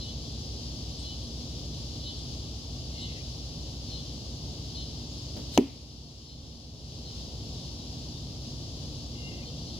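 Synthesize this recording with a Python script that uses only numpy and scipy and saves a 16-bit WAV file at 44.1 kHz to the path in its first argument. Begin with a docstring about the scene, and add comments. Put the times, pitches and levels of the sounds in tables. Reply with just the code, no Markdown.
"""Distant machines hum and throb on a summer lawn, under a cicada chorus made of shaped noise and wavering tones.
From the start one nearer cicada buzzes in pulses built from click harmonics; early on, a farther one answers.
A bird gives a hoarse, fluttering call at about 3 s. Then a bowstring puffs and an arrow hisses in as swelling noise.
It smacks into a foam target close to a phone in the grass: dying tones for the block and shaft, noise for the tear.
The phone's gain control ducks everything for more than a second; near the end the bird calls again."""
import sys
import numpy as np
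from scipy import signal
from scipy.fft import rfft, irfft, next_fast_len
from scipy.io import wavfile
from scipy.ndimage import uniform_filter1d, minimum_filter1d

SR = 44100
rng = np.random.default_rng(int(sys.argv[2]) if len(sys.argv) > 2 else 0)


def generate_wav(sig):
    """Save sig (samples, or channels by samples) to the path in sys.argv[1] as 16-bit PCM at SR."""
    pcm = np.round(np.clip(np.atleast_2d(sig).T, -1, 1) * 32767).astype(np.int16)
    wavfile.write(sys.argv[1], SR, pcm)


N = 431738
T = np.arange(N) / SR  # time of every sample, in s

# The foam block's ringing tones: pitch_hz, level_db, build_up_s, t60_s (time to fall by 60 dB)
FOAM_TONES = [(189.0, -13.1, 0.0151, 0.0404), (221.5, -22.1, 0.023, 0.1341), (244.4, -3.9, 0.0095, 0.081),
              (269.3, -15.8, 0.0304, 0.18), (282.9, -21.0, 0.033, 0.1612), (311.8, 0, 0.0128, 0.0065),
              (330.2, -12.0, 0.0053, 0.13), (352.4, -4, 0.0217, 0.0108), (382.9, -24.9, 0.0075, 0.1972),
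              (434, -21, 0.0026, 0.0284), (617, 3, 0.0011, 0.0042), (830, -4.5, 0.00042, 0.0025)]
# Cracks of the point and shaft going in: pitch_hz, level_db, build_up_s, t60_s, left_minus_right_db
SHAFT_CRACKS = [(980, -12.5, .0007, .008, 3), (2863, -4, 0.00033, 0.0066, 6),
                (4400, -11, 0.00051, 0.003, 12), (5940, -13, .0014, 0.0053, 9.5),
                (6760, -14, .0014, 0.0039, 10.5), (9040, -27, .0005, .0033, 7),
                (10700, -23, 0.00074, 0.003, 10), (12660, -25, .001, .0025, 4)]
# Spectrum of foam tearing and rubbing along the shaft: frequency_hz, relative_level_db
TEAR_SPECTRUM = [(300, -10), (520, -8), (1000, -4), (1450, -19), (2700, -14.5), (4500, -26), (5250, -26),
                 (6400, -23), (8100, -33), (10300, -31), (15000, -33)]
# Buzzes of the nearer cicada, mostly coming sooner and higher:
# start_s, level_db, length_s, click_rate_hz, upper_resonance_db
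CICADA_BUZZES = [(-.012, -46, 0.15, 376, 0), (1.022, -44, .14, 377, -11), (2.018, -43, .135, 378, -1),
                 (2.975, -42.5, .12, 378.6, -1), (3.893, -43.5, .135, 381, -3),
                 (4.74, -41.5, .12, 381.9, -5), (5.522, -45, 0.12, 382.5, -4),
                 (6.272, -44.5, .1, 383.3, -10), (7.038, -46, .1, 383, -10), (9.447, -45.5, .065, 390, -10),
                 (9.652, -47, .16, 392, -7)]
# Answers of the farther cicada: middle_s, level_db, half_length_s
CICADA_ANSWERS = [(.32, -57, .13), (1.215, -54, .05), (2.18, -55, .04), (3.11, -54, .04)]
# Harmonics heard in the answers: multiple_of_click_rate, level_db
ANSWER_HARMONICS = [(12, -5), (13, -4), (15, 0)]
# Bird calls: start_s, level_db, lower_harmonic_db, effort_outside_accent (share)
BIRD_CALLS = [(2.915, -51, -7, .9), (9.136, -45, -9, .55)]
# Short thin notes in the trees: middle_s, centre_hz, level_db, half_length_s, rise (share of pitch per s)
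THIN_NOTES = [(1.0, 8250, -52.5, .015, 4), (1.24, 9800, -59, .015, 2), (2.19, 8060, -59, .015, 3),
              (3.02, 7600, -57, .015, 3), (5.11, 6800, -54, .015, 3), (7.59, 3670, -54, .035, -0.5),
              (7.818, 3900, -54, .025, 0), (8.165, 3670, -52, .03, 0.3), (9.475, 3130, -54, .022, 0),
              (9.532, 2750, -57, .025, 0), (9.583, 3310, -53, .025, 0)]
# Spectrum of the many cicadas in the trees: frequency_hz, relative_level_db
CHORUS_SPECTRUM = [(1000, -17.5), (1750, -23), (2450, -16), (2950, -4.5), (4000, -1.5), (4950, 2),
                   (5600, -2.5), (6900, -10), (8000, -19), (9000, -24.5), (10100, -18.5), (11500, -28.5),
                   (15500, -31.5)]
# Single insects trilling within the chorus: pitch_hz, level_db (before swells and fade)
INSECT_TRILLS = [(3420, -64), (4130, -63), (4387, -60.5), (4505, -67), (4904, -54), (5130, -61),
                 (5819, -64), (6298, -60.5), (6622, -68)]
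# Tones of distant machines, close pairs throb: pitch_hz, starting_level_db
MACHINE_TONES = [(58.7, -44), (64.6, -45), (76.7, -47), (101, -48.5), (128.9, -49.5), (157.2, -54),
                 (232.2, -58), (239, -56.5), (293, -57), (349.5, -61.5)]
# Spectrum of distant traffic and machinery: frequency_hz, relative_level_db
RUMBLE_SPECTRUM = [(20, -27), (38, -6), (52, -4.5), (100, 0.5), (150, 1.5), (190, -6), (240, -2.5),
                   (330, -10.5), (480, -12.5), (720, -17.5), (1000, -32), (1500, -48), (3000, -52.5)]
# Spectrum of a road far off to the right: frequency_hz, relative_level_db
ROAD_SPECTRUM = [(500, -9.5), (800, 1.5), (1150, -3), (1500, -18), (2500, -26)]

# The shot: the arrow leaves, passes the phone and hits
RELEASE_S, PASSES_S, IMPACT_S = 5.36, 5.549, 5.5759
CLOSING_S = .021  # how quickly the hiss swells around the pass
# The shaft squeaks lower as it slows in the foam
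SKID_FROM_HZ, SKID_TO_HZ, SKID_SLOWING_S, SKID_DB = 5200, 2080, .0026, -22
GRASS_DIP_HZ, GRASS_DIP_WIDTH_HZ, GRASS_DIP_DB = 1570, 470, -8

# Nearer cicada: two resonances slide down (from, to); the lower one weakens as the cicada winds up
UPPER_SLIDE_HZ, LOWER_SLIDE_HZ, SLIDE_WIDTH_HZ = (4200, 3350), (3400, 3020), 200
LOWER_SLIDE_DB, LOWER_FADE_DB_PER_S = -3, .9
# The leaves scatter a hiss around each buzz
BUZZ_HISS_DB, BUZZ_HISS_S, BUZZ_HISS_FADE_DB_PER_S = -7, 0.19, 1
ANSWER_HZ = 271.5  # click rate of the farther cicada

# Bird call: basic pitch, length and edges; loud accent; flutter; upward flick at the end (share of pitch)
CALL_HZ, CALL_S, CALL_ATTACK_S, CALL_RELEASE_S = 714, .308, .022, .006
ACCENT_AT_S, ACCENT_S = .13, .03
FLUTTER_HZ, FLUTTER_DEPTH = 15.5, .52
FLICK_S, FLICK_RISE = .028, .22

# Background: levels and slow fades
CHORUS_DB, CHORUS_FADE_DB_PER_S, TRILL_FADE_DB_PER_S = -45, 0.1553, .5
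HUM_WANDER, BASS_FADE_DB_PER_S = 0.002497, 0.6  # share of each pitch; the lowest tone fades most
ROAD_DB = -68

PORT_LAG_S = 0.00027  # delay from the left microphone port to the right one
TOP_HZ = 15750  # the phone cuts everything above this


def undb(db):
    """Turn decibels into gain."""
    return 10 ** (np.asarray(db) / 20)


def unit(x):
    """Scale to an rms (average strength) of 1."""
    return x / np.sqrt(np.mean(x ** 2))


def pan(db):
    """Give left and right gains for a left-minus-right level difference."""
    return undb(np.array([[db], [-db]]) / 2)


def walk(rate):
    """Wander smoothly by chance, with about rate turns a second and a spread near 1."""
    k = int(SR / rate)
    steps = np.repeat(rng.standard_normal(N // k + 1), k)
    return uniform_filter1d(steps, k)[:N]


def noise(points):
    """Make noise of rms 1 whose spectrum follows (Hz, dB) points."""
    hz, db = np.transpose(points)
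    size = next_fast_len(N)
    f = np.maximum(np.fft.rfftfreq(size, 1 / SR), 1)
    gain = undb(np.interp(np.log(f), np.log(hz), db))
    gain = gain * np.minimum(f / hz[0], 1) ** 2  # falls away below the first point
    return unit(irfft(rfft(rng.standard_normal(size)) * gain)[:N])


def wide(points, side_db):
    """Make stereo noise from a shared part and a part that is opposite in left and right."""
    shared = noise(points)
    opposed = noise(points) * np.array([[1], [-1]])
    return unit(shared + undb(side_db) * opposed)


def burst(t, rise, t60):
    """Build up from t = 0, then die away by 60 dB every t60 seconds."""
    build_up = np.clip(t / rise, 0, 1) ** 2
    return build_up * np.exp(-np.log(1000) * np.maximum(t - rise, 0) / t60)


def sideways(x):
    """Sound from the left reaches the right port a little later."""
    return np.array([x, np.interp(T - PORT_LAG_S, T, x)])


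def trees(x, t60, wet_db):
    """Leaves and trunks scatter a diffuse tail, different at each port."""
    t = T[:SR // 2]
    tail = rng.standard_normal((2, len(t))) * np.exp(-np.log(1000) * t / t60)
    tail /= np.sqrt(np.sum(tail ** 2, axis=1, keepdims=True))
    scattered = signal.fftconvolve(x[None], tail, axes=1)[:, :N]
    return sideways(x) + undb(wet_db) * scattered


def impact():
    """The point cracks through the face, the shaft rubs to a stop and the block booms."""
    since_hit = T - IMPACT_S
    span = (T >= IMPACT_S) & (T < IMPACT_S + 1)
    t = T[span] - T[span][0]
    boom = 0
    for hz, db, rise, t60 in FOAM_TONES:
        boom = boom - undb(db) * np.sin(2 * np.pi * hz * t) * burst(t, rise, t60)
    crack = 0
    for hz, db, rise, t60, side_db in SHAFT_CRACKS:
        crack = crack + undb(db) * pan(side_db) * np.sin(2 * np.pi * hz * t) * burst(t, rise, t60)
    skid_hz = SKID_TO_HZ + (SKID_FROM_HZ - SKID_TO_HZ) * np.exp(-t / SKID_SLOWING_S)
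    skid_phase = 2 * np.pi * np.cumsum(skid_hz) / SR
    skid = undb(SKID_DB) * np.sin(skid_phase) * burst(t, rise=.003, t60=.03)
    out = wide(TEAR_SPECTRUM, side_db=-1.5) * undb(-15.5) * burst(since_hit, rise=.0007, t60=0.043)
    out[:, span] += boom + crack + skid
    # the block's many weaker modes blur into a short hollow rattle
    rattle = wide([(260, -2), (420, 6), (560, -1), (850, -12), (1400, -38)], side_db=1)
    out += rattle * undb(-23.0) * burst(since_hit, rise=0.014, t60=0.14)
    # the tree line returns a faint, dull wash
    wash = wide([(150, -3), (270, 1.5), (400, -4), (950, -15), (1500, -22), (2900, -11.5),
                 (6000, -29), (15000, -38)], side_db=-3.0)
    return out + wash * undb(-35.5) * burst(since_hit, rise=0.022, t60=0.64)


def over_grass(x):
    """The bounce off the lawn weakens a band in the middle of the spectrum."""
    sharpness = GRASS_DIP_HZ / GRASS_DIP_WIDTH_HZ
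    notched = signal.lfilter(*signal.iirnotch(GRASS_DIP_HZ, sharpness, fs=SR), x)
    return notched + undb(GRASS_DIP_DB) * (x - notched)


def flight():
    """The far bowstring gives a soft puff; the vanes hiss, loudest as the arrow passes the phone."""
    string = wide([(150, -8), (350, 0), (700, -9), (1200, -22), (1700, -25), (3000, -24),
                   (14000, -36.5)], side_db=-4)
    puff = burst(T - RELEASE_S, rise=.007, t60=.27)
    vanes = wide([(500, -3), (2000, -5), (4200, 9), (8000, -1), (15000, -10)], side_db=2.5)
    in_flight = (T > RELEASE_S) & (T < IMPACT_S)
    closing = in_flight / np.hypot(1, (T - PASSES_S) / CLOSING_S) ** 2
    return undb(-40.0) * string * puff + undb(-42.5) * vanes * closing * pan(3)


def cicada(body_hz=4185, body_width_hz=150):
    """Tymbal (drum skin) clicks excite one fixed and two sliding resonances, in a swell of hiss."""
    out, swell = np.zeros(N), np.zeros(N)
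    for start, db, length, hz, upper_db in CICADA_BUZZES:
        span = (T > start) & (T < start + length)
        u = (T[span] - start) / length  # 0 to 1 through the buzz
        phase = 2 * np.pi * np.cumsum(hz * (1 + .001 * walk(120)[span])) / SR
        gate = np.clip(np.minimum(u / .15, (1 - u) / .3), 0, 1)
        body = np.interp(u, [.4, 1], [1, .15])
        upper_hz = np.interp(u, [0, .85], UPPER_SLIDE_HZ)
        lower_hz = np.interp(u, [.05, .45], LOWER_SLIDE_HZ)
        lower_db = LOWER_SLIDE_DB - LOWER_FADE_DB_PER_S * start
        for k in np.arange(8, 14):  # harmonics of the click rate
            gain = body / (1 + ((k * hz - body_hz) / body_width_hz) ** 4)
            for centre, slide_db in ((upper_hz, upper_db), (lower_hz, lower_db)):
                slide = undb(slide_db) / (1 + ((k * hz - centre) / SLIDE_WIDTH_HZ) ** 2)
                gain = np.hypot(gain, slide)
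            shiver_db = 1.5 * np.interp(u, np.linspace(0, 1, 5), rng.standard_normal(5))
            tone = np.sin(k * phase + rng.uniform(0, 2 * np.pi))
            out[span] += undb(db + shiver_db) * gate * gain * tone
        hiss_db = db + BUZZ_HISS_DB - BUZZ_HISS_FADE_DB_PER_S * start
        swell += undb(hiss_db) * np.exp(-((T - start - .09) / BUZZ_HISS_S) ** 2)
    scattered = trees(out, t60=.65, wet_db=-8)
    hiss = wide([(2400, -20), (3000, 4), (4300, 7), (5500, -8), (8500, -31), (15000, -43)], side_db=-7)
    return (scattered + swell * hiss) * pan(1.4)


def far_cicada():
    """A slower tymbal answers from deeper in the trees, in faint, wavering lines."""
    phase = 2 * np.pi * np.cumsum(ANSWER_HZ * (1 + .003 * walk(90))) / SR
    voice = sum(undb(db) * np.sin(k * phase) for k, db in ANSWER_HARMONICS)
    level = sum(undb(db) * np.exp(-((T - middle) / half) ** 4) for middle, db, half in CICADA_ANSWERS)
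    return trees(voice * level, t60=.4, wet_db=-7) * pan(1.4)


def bird_calls(fall=0.07):
    """Third and fourth harmonics carry a hoarse call that flutters, sags, frays and flicks up."""
    out = np.zeros(N)
    for start, db, lower_db, hold in BIRD_CALLS:
        t = T - start
        u = np.clip(t / CALL_S, 0, 1)  # 0 to 1 through the call
        gate = np.clip(np.minimum(t / CALL_ATTACK_S, (CALL_S - t) / CALL_RELEASE_S), 0, 1)
        accent = np.exp(-((t - ACCENT_AT_S) / ACCENT_S) ** 2)
        effort = gate * (hold + (1 - hold) * accent)
        flutter = 1 - FLUTTER_DEPTH * np.sin(np.pi * FLUTTER_HZ * (t - ACCENT_AT_S)) ** 4
        flick = np.clip(2 * (t - CALL_S + FLICK_S) / FLICK_S, 0, 1)
        # the note is clearest where it is loudest and frays as it goes on
        fray = .045 * (1 - .75 * accent) * (.55 + .7 * u) * (1 - .6 * flick)
        hoarse = fray * walk(650) + .008 * walk(40)
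        pitch_hz = CALL_HZ * (1 - fall * u ** 2 + FLICK_RISE * flick + hoarse)
        phase = 2 * np.pi * np.cumsum(pitch_hz) / SR
        # the upper harmonic weakens as the lower one grows
        lower = undb(lower_db) * (1 + .7 * u ** 3 + 1.6 * flick) * np.sin(3 * phase)
        upper = (1 - .3 * u ** 3) * np.sin(4 * phase)
        rough_db = 4 * (1 - .7 * accent) * np.tanh(walk(110))
        out += undb(db + rough_db) * effort * flutter * (lower + upper)
    return out


def thin_notes():
    """Short pure tones with soft edges; the steeper the slide in pitch, the more they rasp."""
    out = np.zeros(N)
    rasp = 0.052 * walk(2500)
    for middle, hz, db, half_length, rise in THIN_NOTES:
        span = np.abs(T - middle) < .1
        t = T[span] - middle
        phase = 2 * np.pi * np.cumsum(hz * (1 + rise * (t + rasp[span] / 3))) / SR
        out[span] += undb(db) * np.exp(-(t / half_length) ** 2) * np.sin(phase)
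    return out


def birds():
    """The calls and thin notes scatter among the trees, toward the left."""
    return trees(bird_calls() + thin_notes(), t60=.25, wet_db=-8) * pan(5.5)


def chorus():
    """Many far cicadas merge into an even, high sizzle, thickest on the left, easing very slightly."""
    level_db = CHORUS_DB - CHORUS_FADE_DB_PER_S * T + 0.58 * walk(16)
    sizzle = sideways(noise(CHORUS_SPECTRUM)) + undb(5) * wide(CHORUS_SPECTRUM, side_db=0.15)
    return unit(sizzle) * undb(level_db) * pan(3.9)


def trills(swell_db=4, stray_hz=16):
    """Narrow, shivering notes come and go and slowly die down."""
    out = 0
    for hz, db in INSECT_TRILLS:
        phase = 2 * np.pi * np.cumsum(hz + stray_hz * walk(150)) / SR
        level_db = db + swell_db * np.tanh(walk(7.6)) + 1.9 * walk(60)
        out = out + undb(level_db) * np.sin(phase)
    return sideways(out) * undb(-TRILL_FADE_DB_PER_S * T) * pan(1.7)


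def machines():
    """Slightly wandering tones over a low rumble, nearly alike at both ports; a faint road to the right."""
    tones = 0
    lowest_hz = MACHINE_TONES[0][0]
    for hz, db in MACHINE_TONES:
        fade_db = BASS_FADE_DB_PER_S * (lowest_hz / hz) ** 2 * T
        phase = 2 * np.pi * np.cumsum(hz * (1 + HUM_WANDER * walk(1.5))) / SR
        tones = tones + undb(db - fade_db) * np.sqrt(2) * np.sin(phase)
    waver_db = .9 * walk(7)
    rumble = wide(RUMBLE_SPECTRUM, side_db=-13) * undb(-43.0 + waver_db)
    road = undb(ROAD_DB) * noise(ROAD_SPECTRUM)
    return tones + rumble * pan(-0.41) + road * pan(-17)


def scene():
    """Add up the shot, the cicadas and bird, and the background of the lawn."""
    shot = over_grass(impact()) + flight()
    animals = cicada() + far_cicada() + birds()
    background = chorus() + trills() + machines()
    return shot + animals + background


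def gain_control(x, ceiling_db=-1.5, hold_s=1.105, recover_db_per_s=13):
    """A peak over the ceiling pulls the gain down at once; it holds, then climbs back."""
    peak_db = 20 * np.log10(np.abs(x).max(axis=0) + 1e-9)
    over_db = np.maximum(peak_db - ceiling_db, 0)
    hold = int(hold_s * SR) // 2 * 2 + 1
    # keep the largest overshoot of the last hold_s seconds
    held_db = -minimum_filter1d(-over_db, hold, origin=hold // 2, mode="constant")
    recovery_db = recover_db_per_s * T
    cut_db = np.maximum.accumulate(held_db + recovery_db) - recovery_db
    look_ahead = 88  # samples: the cut starts just before the peak
    return x * undb(-uniform_filter1d(np.roll(cut_db, -look_ahead), look_ahead))


def record(dry):
    """The phone rides its gain and cuts the top."""
    top_cut = signal.ellip(8, .2, 70, TOP_HZ, fs=SR, output="sos")
    return signal.sosfilt(top_cut, gain_control(dry))


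dry = scene()
out = record(dry)
generate_wav(out)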